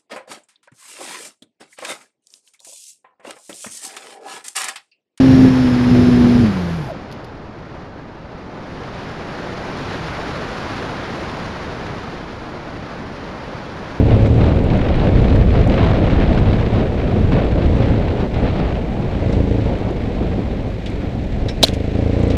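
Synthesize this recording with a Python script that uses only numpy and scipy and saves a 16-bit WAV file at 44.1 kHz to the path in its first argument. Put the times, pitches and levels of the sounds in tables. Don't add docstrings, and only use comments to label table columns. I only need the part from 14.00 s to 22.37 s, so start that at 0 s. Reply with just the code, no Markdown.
import sys
import numpy as np
from scipy import signal
from scipy.fft import rfft, irfft, next_fast_len
from scipy.io import wavfile
from scipy.ndimage import uniform_filter1d

SR = 44100
rng = np.random.default_rng(int(sys.argv[2]) if len(sys.argv) > 2 else 0)


def gain_from_decibels(decibels):
    exponent = np.asarray(decibels, float) / 20
    return 10 ** exponent


def transcribe(u):
    v = np.clip(np.atleast_2d(u).T, -1, 1)
    q = np.round(v * 32767).astype(np.int16)
    wavfile.write(sys.argv[1], SR, q)


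N = 369116

# t/s, firing rate/Hz
SPEED = [(0.0, 35.8), (0.17, 36.25), (0.48, 39.74), (0.62, 38.45), (0.92, 30.73), (1.07, 31.25),
         (2.45, 29.86), (2.58, 28.9), (3.1, 30.24), (3.27, 28.85), (4.5, 27.85), (4.62, 28.24),
         (5.49, 27.89), (5.81, 25.7), (6.02, 26.8), (6.8, 25.68), (7.73, 26.09), (8.37, 29.95)]
# t/s, firing level from then on/dB
THROTTLE = [(0, -.5), (.52, -8), (.8, -19), (1.0, -3), (1.55, -10.5), (2.8, -17), (3.1, -9), (3.68, -2),
            (4.05, -20), (5.19, -1.5), (5.68, -13), (6.05, -20), (7.4, -12), (7.68, -3.5), (8.03, .5)]
# f/Hz, density/dB per Hz
GAS_COLOUR = [(100, -16), (190, -2), (300, -6), (500, 0), (700, -1), (900, -16), (1300, -45)]
# t/s, level above the lee/dB
AIR_SPEED = [(0, 22), (.5, 18), (1.0, 21), (1.4, 14), (1.9, 26), (2.5, 20.5), (3.1, 18.5), (3.8, 18),
             (4.3, 15), (5.0, 12.5), (5.6, 12.5), (6.3, 10), (6.8, 4), (7.3, 3), (7.9, 1), (8.37, 13)]
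# t/s, level/dB, half length/s
GUSTS = [(0, -12, 0.097), (.1, 2.5, .04), (.33, -9, 0.19), (.44, 7, 0.081), (.66, -2.5, 0.07),
         (1.32, 6.5, 0.17), (1.43, 1, 0.049), (1.77, -1, 0.083), (1.95, -3, .1), (2.12, -1, 0.14),
         (2.37, 0, 0.11), (2.61, 1.5, 0.026), (2.72, 1.5, .09), (2.92, -6.5, 0.12), (3.24, -7, 0.14),
         (3.335, 9, 0.014), (3.37, 4.5, 0.033), (3.43, 3.5, .07), (3.54, -1, 0.092), (4.1, -1, 0.082),
         (4.21, 4, 0.035), (4.3, -12, 0.028), (4.52, 6.5, 0.17), (4.72, 3.5, 0.12), (4.86, -6, 0.075),
         (5.55, -12, 0.12), (6.3, 3.5, 0.051), (6.82, -12, 0.075), (7.04, 7.5, 0.1)]
# t/s, level/dB, half length/s
PUFFS = [(0.04, -11, 0.015), (0.127, 6.5, 0.024), (0.262, 8, 0.015), (0.302, 4, 0.003), (0.337, -7, 0.036),
         (0.446, 2, 0.0083), (0.479, 7, 0.047), (0.519, 3.0, 0.009), (1.025, 3.5, 0.033),
         (1.095, -5, 0.008), (1.127, -2, 0.036), (1.22, -1.5, 0.039), (1.28, 3.5, 0.019), (1.462, -6, 0.04),
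         (1.554, 5.5, 0.031), (1.616, 3, 0.02), (1.681, -4.0, 0.036), (1.719, 6, 0.022), (1.793, 5, 0.037),
         (1.838, 4.5, 0.011), (1.998, -5, 0.0054), (2.038, -7, 0.04), (2.108, 1, 0.016),
         (2.207, 1.5, 0.019), (2.31, 0, 0.027), (2.392, 0, 0.034), (2.567, -2, 0.029), (2.614, 2.5, 0.024),
         (2.664, -1, 0.011), (2.689, -6, 0.025), (2.744, 5, 0.0099), (2.789, 4.0, 0.029),
         (2.898, -1, 0.007), (2.946, -4, 0.036), (2.993, 1.5, 0.04), (3.046, -3, 0.0092),
         (3.078, 2.5, 0.011), (3.258, 3, 0.026), (3.3, -3.5, 0.04), (3.337, 4.5, 0.04), (3.392, 2, 0.011),
         (3.422, 5, 0.005), (3.46, -2, 0.0063), (3.5, -6.5, 0.023), (3.574, -6, 0.027), (3.627, -1, 0.014),
         (3.664, -2, 0.013), (3.844, 5, 0.035), (3.879, -2, 0.006), (3.976, 9, 0.013), (3.998, -3.5, 0.029),
         (4.066, 2.0, 0.038), (4.146, -3.5, 0.022), (4.21, 3.0, 0.04), (4.29, -5, 0.011),
         (4.325, -7, 0.047), (4.345, 9, 0.012), (4.46, 6, 0.016), (4.839, -2, 0.04), (4.964, 0, 0.025)]
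# t/s, level/dB, half length/s
LUMPS = [(.2, 2.5, 0.15), (1.2, 3.5, .1), (.52, 0, 0.16), (.9, -1, .15), (1.43, 6.5, 0.1), (1.65, 4, 0.095),
         (1.77, -6, 0.054), (2.5, 3.5, 0.11), (2.64, -3.5, 0.055), (3.08, -1.5, 0.075), (3.28, 6.5, 0.078),
         (3.41, -4, 0.093), (3.75, 1.5, 0.081), (3.92, 1, 0.15), (4.2, -4, 0.15), (4.78, -4.5, 0.21),
         (5.05, 2, 0.062), (4.85, -1, 0.046), (5.5, 1, .08), (5.85, -3, 0.16), (6.3, -2.5, 0.15),
         (6.82, -8, 0.045), (6.72, 1, .05), (7.4, 4.5, 0.22), (7.95, 1, 0.22), (8.28, -5, .15),
         (5.35, 0.5, .12), (.32, -2.5, 0.15)]
# f/Hz, density/dB per Hz
BUFFET_COLOUR = [(3, -9.5), (10, -7.5), (20, 0.5), (60, 3), (120, 0.5), (250, -15.5)]
# f/Hz, density/dB per Hz
FLUTTER_COLOUR = [(60, -24), (180, 1), (350, -4.5), (550, -7.5), (750, -12.5), (1000, -24), (1600, -39)]
# f/Hz, density/dB per Hz
HISS_COLOUR = [(500, 2), (1000, 3.5), (2500, -3), (4000, -10.5), (6000, -27.5), (8300, -40.5),
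               (9200, -54.5), (15000, -74)]
# t/s, peak level/dB
POPS = [(0.0864, -32), (0.1062, -22), (0.1955, -29), (0.2596, -23), (0.4092, -25), (0.7008, -18.5),
        (1.2161, -22.5), (1.4116, -21), (1.4765, -25), (1.614, -18), (1.697, -16), (1.7404, -17),
        (2.0652, -19), (2.1064, -18.5), (2.1994, -21), (2.2772, -21), (2.3877, -17), (2.5306, -18),
        (2.6105, -20), (2.662, -19), (2.9886, -29), (3.1443, -28), (3.2725, -33), (3.322, -23), (3.39, -24),
        (3.5124, -23), (3.6254, -23), (3.6591, -22), (4.342, -21), (4.3974, -28), (4.591, -23)]
# t/s, peak level/dB, centre f/Hz, width/Hz, ring/s
TOUCH = [
    (7.4825, -32.5, 1620, 350, 0.083),
    (7.4835, -31.5, 2270, 720, 0.1),
    (7.4835, -28, 3800, 900, 0.058),
    (7.484, -33, 5370, 450, 0.092),
    (7.482, -40, 5100, 5000, 0.1),
]
# t/s, peak level/dB, centre f/Hz, width/Hz, ring/s
WHIP = [(7.6225, -39, 5500, 5000, 0.012), (7.6287, -11, 5270, 6000, 0.01), (7.6322, -3, 4600, 5650, 0.014),
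        (7.638, -24, 9800, 11100, .018), (7.639, -16.5, 5800, 5600, 0.016),
        (7.6483, -12, 5400, 9500, 0.006), (7.650, -26, 3380, 1500, 0.018), (7.6335, -12, 506, 500, 0.014),
        (7.6562, -23, 5600, 8000, 0.0045), (7.6839, -22, 3600, 3000, 0.0078),
        (7.734, -33, 3000, 6000, 0.07), (7.651, -34, 5400, 1500, 0.037), (7.66, -36.5, 1770, 2270, 0.19)]
# t/s, peak level/dB, f/Hz, ring/s
TAPS = [
    (7.6288, -3, 3800, .014),
    (7.6326, -1, 3300, .013),
    (7.6327, -10, 7300, .008),
    (7.6486, -4, 3300, .007),
    (7.6564, -22, 4900, .006),
    (7.6844, -10, 3700, .005),
    (7.632, -8, 250, .05),
    (7.633, -16, 1050, .035),
]
# t/s, f/Hz, level/dB
SQUEAK = [
    (7.6355, 2900, -40),
    (7.6372, 3150, -5),
    (7.639, 3800, -1),
    (7.640, 4050, 0),
    (7.6414, 3850, -2),
    (7.643, 3600, -15),
    (7.6447, 4250, -3),
    (7.6457, 4300, -17),
    (7.6475, 4400, -40),
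]
# t/s, peak level/dB
TICKS = [(0.2293, -34), (0.2592, -35.5), (0.2695, -36), (0.64, -33), (0.6994, -48), (0.7751, -34.5),
         (0.957, -36), (1.3598, -32), (1.386, -44), (1.675, -28), (1.8302, -38), (2.1094, -42),
         (2.7382, -38), (2.789, -49), (3.495, -53), (3.76, -43.5), (5.438, -44), (5.7864, -37),
         (5.909, -35), (6.902, -33),
         (.4415, -40), (1.2187, -40), (1.279, -42), (1.297, -41), (1.338, -42), (1.5123, -44), (1.5517, -41),
        (1.6885, -44), (1.7228, -40), (1.7566, -40), (1.8437, -37), (1.9074, -38), (1.979, -44),
        (2.3172, -39), (2.3512, -38), (2.398, -36), (2.519, -40), (2.5384, -45), (2.692, -43), (3.115, -46),
        (3.3243, -42), (3.4465, -41), (3.771, -42), (3.8613, -42), (4.0653, -45), (4.1966, -42),
        (5.324, -41), (5.6666, -40), (6.86, -32), (7.2413, -40)]
# t/s, peak level/dB, centre f/Hz, ring/s
LEAVES = [
    (3.322, -34, 2000, 0.16),
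    (4.2, -34, 3220, 0.06),
    (5.3244, -30, 3560, 0.087),
    (6.8592, -25, 2800, 0.11),
    (8.3, -25, 3220, 0.11),
]
# t/s, peak level/dB, centre f/Hz, width/Hz, ring/s
LEAF_TIPS = [
    (8.1925, -46, 7600, 2500, .013),
    (8.2055, -52, 7500, 3000, .015),
    (8.2285, -44.5, 6850, 2500, 0.036),
    (8.28, -48, 7500, 3000, .015),
]
# f/Hz, density/dB per Hz
ROLL_COLOUR = [(700, -18), (1400, 2.5), (2200, 6), (3000, 0), (3900, -1.5), (5000, -9.5), (8200, -20.5),
               (9500, -37.5)]
# f/Hz, density/dB per Hz
CIRCUIT_COLOUR = [(5000, -5), (9500, 5), (11500, 1.5), (12200, 1.5), (12800, 9), (13500, -4), (15500, -1.5)]


def level(x, db):
    return x * gain_from_decibels(db) / np.sqrt(np.mean(x ** 2))


def curves(table):
    s, *columns = np.transpose(table)
    return [np.interp(np.arange(N) / SR, s, c) for c in columns]


def swells(table):
    t = np.arange(0, N, 100) / SR
    total = sum(db * np.exp(-((t - s) / half) ** 2) for s, db, half in table)
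    return np.interp(np.arange(N) / SR, t, total)


def walk(rate):
    k = int(SR / rate)
    held = np.repeat(rng.standard_normal(N // k + 1), k)
    return 0.67 * uniform_filter1d(uniform_filter1d(held, k), k)[:N]


def eddies(colour, shared_db, own_db, rate):
    size = next_fast_len(N)
    octave = np.log2(np.maximum(np.arange(size // 2 + 1) * SR / size, 1))
    hz, db = np.transpose(colour)
    gain_db = np.interp(octave, np.log2(hz), db, left=-90, right=-90)
    spectrum = rfft(rng.standard_normal(size)) * gain_from_decibels(gain_db)
    total = np.zeros(N)
    for centre in np.arange(np.floor(np.log2(hz[0])), np.log2(hz[-1]) + 1):
        band = irfft(spectrum * np.clip(1 - abs(octave - centre), 0, 1), size)[:N]
        total += band * gain_from_decibels(own_db * walk(rate))
    return level(total * gain_from_decibels(shared_db), 0)


def add_scrape(out, s, db, hz, width_hz, ring, rise=0):
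    t = np.arange(4096) / SR
    b, a = signal.iirpeak(hz, max(hz / width_hz, .3), SR)
    grain = signal.lfilter(b, a, signal.lfilter(b, a, rng.standard_normal(4096)))
    rise = rise or 0.047 * ring
    shape = (1 - np.exp(-t / rise)) * gain_from_decibels(-60 * t / ring)
    i = int(s * SR)
    out[i:i + 4096] += (level(grain, db) * shape / shape.max())[:N - i]


def dulled(x, order, hz):
    return signal.sosfilt(signal.butter(order, hz, fs=SR, output="sos"), x)


def engine():
    start = -1.07
    cycle = start + np.cumsum(curves(SPEED)[0]) / SR
    throttle_db = throttle()
    return exhaust(cycle, throttle_db) - np.sqrt(2) * gain_from_decibels(-0.5) * crank_hum(cycle, throttle_db), cycle


def throttle():
    s, db = np.transpose(THROTTLE)
    held = db[np.searchsorted(s, np.arange(N) / SR, side="right") - 1]
    ramp = int(.14 * SR)
    return uniform_filter1d(uniform_filter1d(held, ramp, mode="nearest"), ramp, mode="nearest")


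def puff(ms):
    blow_down = .45 * np.exp(-(ms / .84) ** 2)
    suction = .185 * np.exp(-((ms - 3.3) / 3.9) ** 2)
    chamber = .125 * (ms > 0) * np.sin(2 * np.pi * .55 * ms) * np.exp(-ms / 9)
    return blow_down - suction + chamber


def exhaust(cycle, throttle_db):
    fire = np.flatnonzero(np.diff(np.floor(cycle)))
    scatter_db = np.clip(.6 - .2 * throttle_db[fire], .6, 5) * rng.standard_normal(len(fire))
    late = (10 * rng.standard_normal(len(fire))).astype(int)
    train = np.zeros(N)
    train[np.clip(fire + late, 0, N - 1)] = gain_from_decibels(throttle_db[fire] + 2 + scatter_db)

    pipe_trip_ms, pipe_loss = 5.5, .65
    ms = np.arange(-200, 1500) / SR * 1e3
    echoes = sum((-pipe_loss) ** k * puff(ms - k * pipe_trip_ms) for k in range(3))
    echoes += .09 * (ms > 0) * np.cos(2 * np.pi * .2 * ms) * (ms / 6.5) * np.exp(1 - ms / 6.5)
    pulses = signal.fftconvolve(train, echoes)[245:N + 245]

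    outflow = signal.lfilter([1], [1, -np.exp(-1 / (.012 * SR))], train)
    outflow = uniform_filter1d(uniform_filter1d(outflow, 90), 90)
    gas = gain_from_decibels(-30) * eddies(GAS_COLOUR, 0, own_db=.5, rate=30) * outflow

    drone_from_hz, drone_full_hz = 29.5, 36
    near = np.clip((curves(SPEED)[0] - drone_from_hz) / (drone_full_hz - drone_from_hz), 0, 1)
    drone = np.sqrt(near) * gain_from_decibels(-17 + throttle_db) * np.cos(6 * np.pi * cycle)
    return pulses + gas + drone


def crank_hum(cycle, throttle_db):
    t = np.arange(N) / SR
    beat_s, beat_peak_s, beat_fade_s = 1.05, 1.45, 5.2
    rocking = np.clip((beat_fade_s - t) / beat_s, 0, 1)
    beat_db = 6 * rocking * np.cos(2 * np.pi * (t - beat_peak_s) / beat_s)
    hum_db = -29.5 - 8 * gain_from_decibels(throttle_db) + beat_db
    crank = 2 * np.pi * uniform_filter1d(cycle, 8000, mode="nearest")
    first = gain_from_decibels(hum_db) * np.sin(2 * crank + 0.28 * walk(5.6))
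    octave = gain_from_decibels(-38) * np.sin(4 * crank + 1.0 * walk(4.5))
    return first + octave


def wind():
    air_db = curves(AIR_SPEED)[0]
    gust_db = swells(GUSTS) + swells(PUFFS)
    buffet_db = -27 + 0.57 * air_db + 0.18 * gust_db + swells(LUMPS)
    flutter_db = -29 + 0.5 * air_db + 0.2 * gust_db + 0.51
    hiss_db = -52 + 0.93 * air_db + 0.61 * gust_db + 1.5
    gust, flurry = walk(25), walk(90)
    buffet = eddies(BUFFET_COLOUR, 0.24 * gust, own_db=-0.1, rate=5.8)
    flutter = eddies(FLUTTER_COLOUR, 1.4 * gust + 2.06 * flurry, own_db=-2.0, rate=25)
    hiss = eddies(HISS_COLOUR, 0.16 * gust + 0.85 * flurry + 4.9 * walk(300), own_db=-2.0, rate=20)
    return gain_from_decibels(buffet_db) * buffet + gain_from_decibels(flutter_db) * flutter + gain_from_decibels(hiss_db) * hiss


def wind_pops():
    out = np.zeros(N)
    for s, db in POPS:
        add_scrape(out, s, db - 10.5, 2370, 2370, 0.019, .001)
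    return dulled(out, 3, 5000)


def twig():
    out = np.zeros(N)
    for row in TOUCH + WHIP:
        add_scrape(out, *row)
    add_scrape(out, 7.661, -29, 3100, 6600, .075, rise=.05)
    return dulled(out, 1, 7000) + twig_squeak() + housing_thud() + housing_taps()


def twig_squeak():
    hz, db = curves(SQUEAK)
    during = db > max(SQUEAK[0][2], SQUEAK[-1][2])
    loudness = during * gain_from_decibels(db + 2.5 * walk(1500))
    return loudness * np.sin(2 * np.pi * np.cumsum(hz * (1 + .05 * walk(1500))) / SR)


def housing_thud():
    since = np.maximum(np.arange(N) / SR - 7.6359, 0)
    shape = gain_from_decibels(-60 * since / 0.028) * (1 - np.exp(-since / 0.0003))
    return shape * np.sin(2 * np.pi * 660 * since)


def housing_taps():
    out = np.zeros(N)
    for s, db, hz, ring in TAPS:
        since = np.maximum(np.arange(N) / SR - s, 0)
        out += gain_from_decibels(db - 60 * since / ring) * np.sin(2 * np.pi * hz * since)
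    return out


def grit_and_leaves():
    tick_hz = 5250
    out = np.zeros(N)
    for s, db in TICKS:
        add_scrape(out, s, db - 8, tick_hz, 1.3 * tick_hz, 0.0078, .0003)
    for s, db, hz, ring in LEAVES:
        add_scrape(out, s, db - 8.0, hz, 0.76 * hz, ring, .0015)
    for row in LEAF_TIPS:
        add_scrape(out, *row)
    return dulled(out, 4, 9200)


def rolling(cycle):
    pull_db = 3.54 * gain_from_decibels(throttle())
    throb_db = 0.97 * np.cos(4 * np.pi * cycle) + 2.1 * walk(150)
    return gain_from_decibels(-43.5 + pull_db) * eddies(ROLL_COLOUR, throb_db, own_db=.8, rate=15)


def circuit():
    return gain_from_decibels(-71.5) * eddies(CIRCUIT_COLOUR, 0, own_db=.3, rate=10)


def scene():
    motor, cycle = engine()
    contacts = twig() + grit_and_leaves()
    return (motor + wind() + wind_pops() + contacts + rolling(cycle) + circuit())[None]


def top_cut(x):
    return signal.sosfilt(signal.butter(12, 15440, fs=SR, output="sos"), x)


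def record(dry):
    capsule = signal.butter(1, 4.5, "high", fs=SR, output="sos")
    mix = np.clip(signal.sosfilt(capsule, dry), -1, 1)
    return top_cut(mix)


dry = scene()
out = record(dry)
transcribe(out)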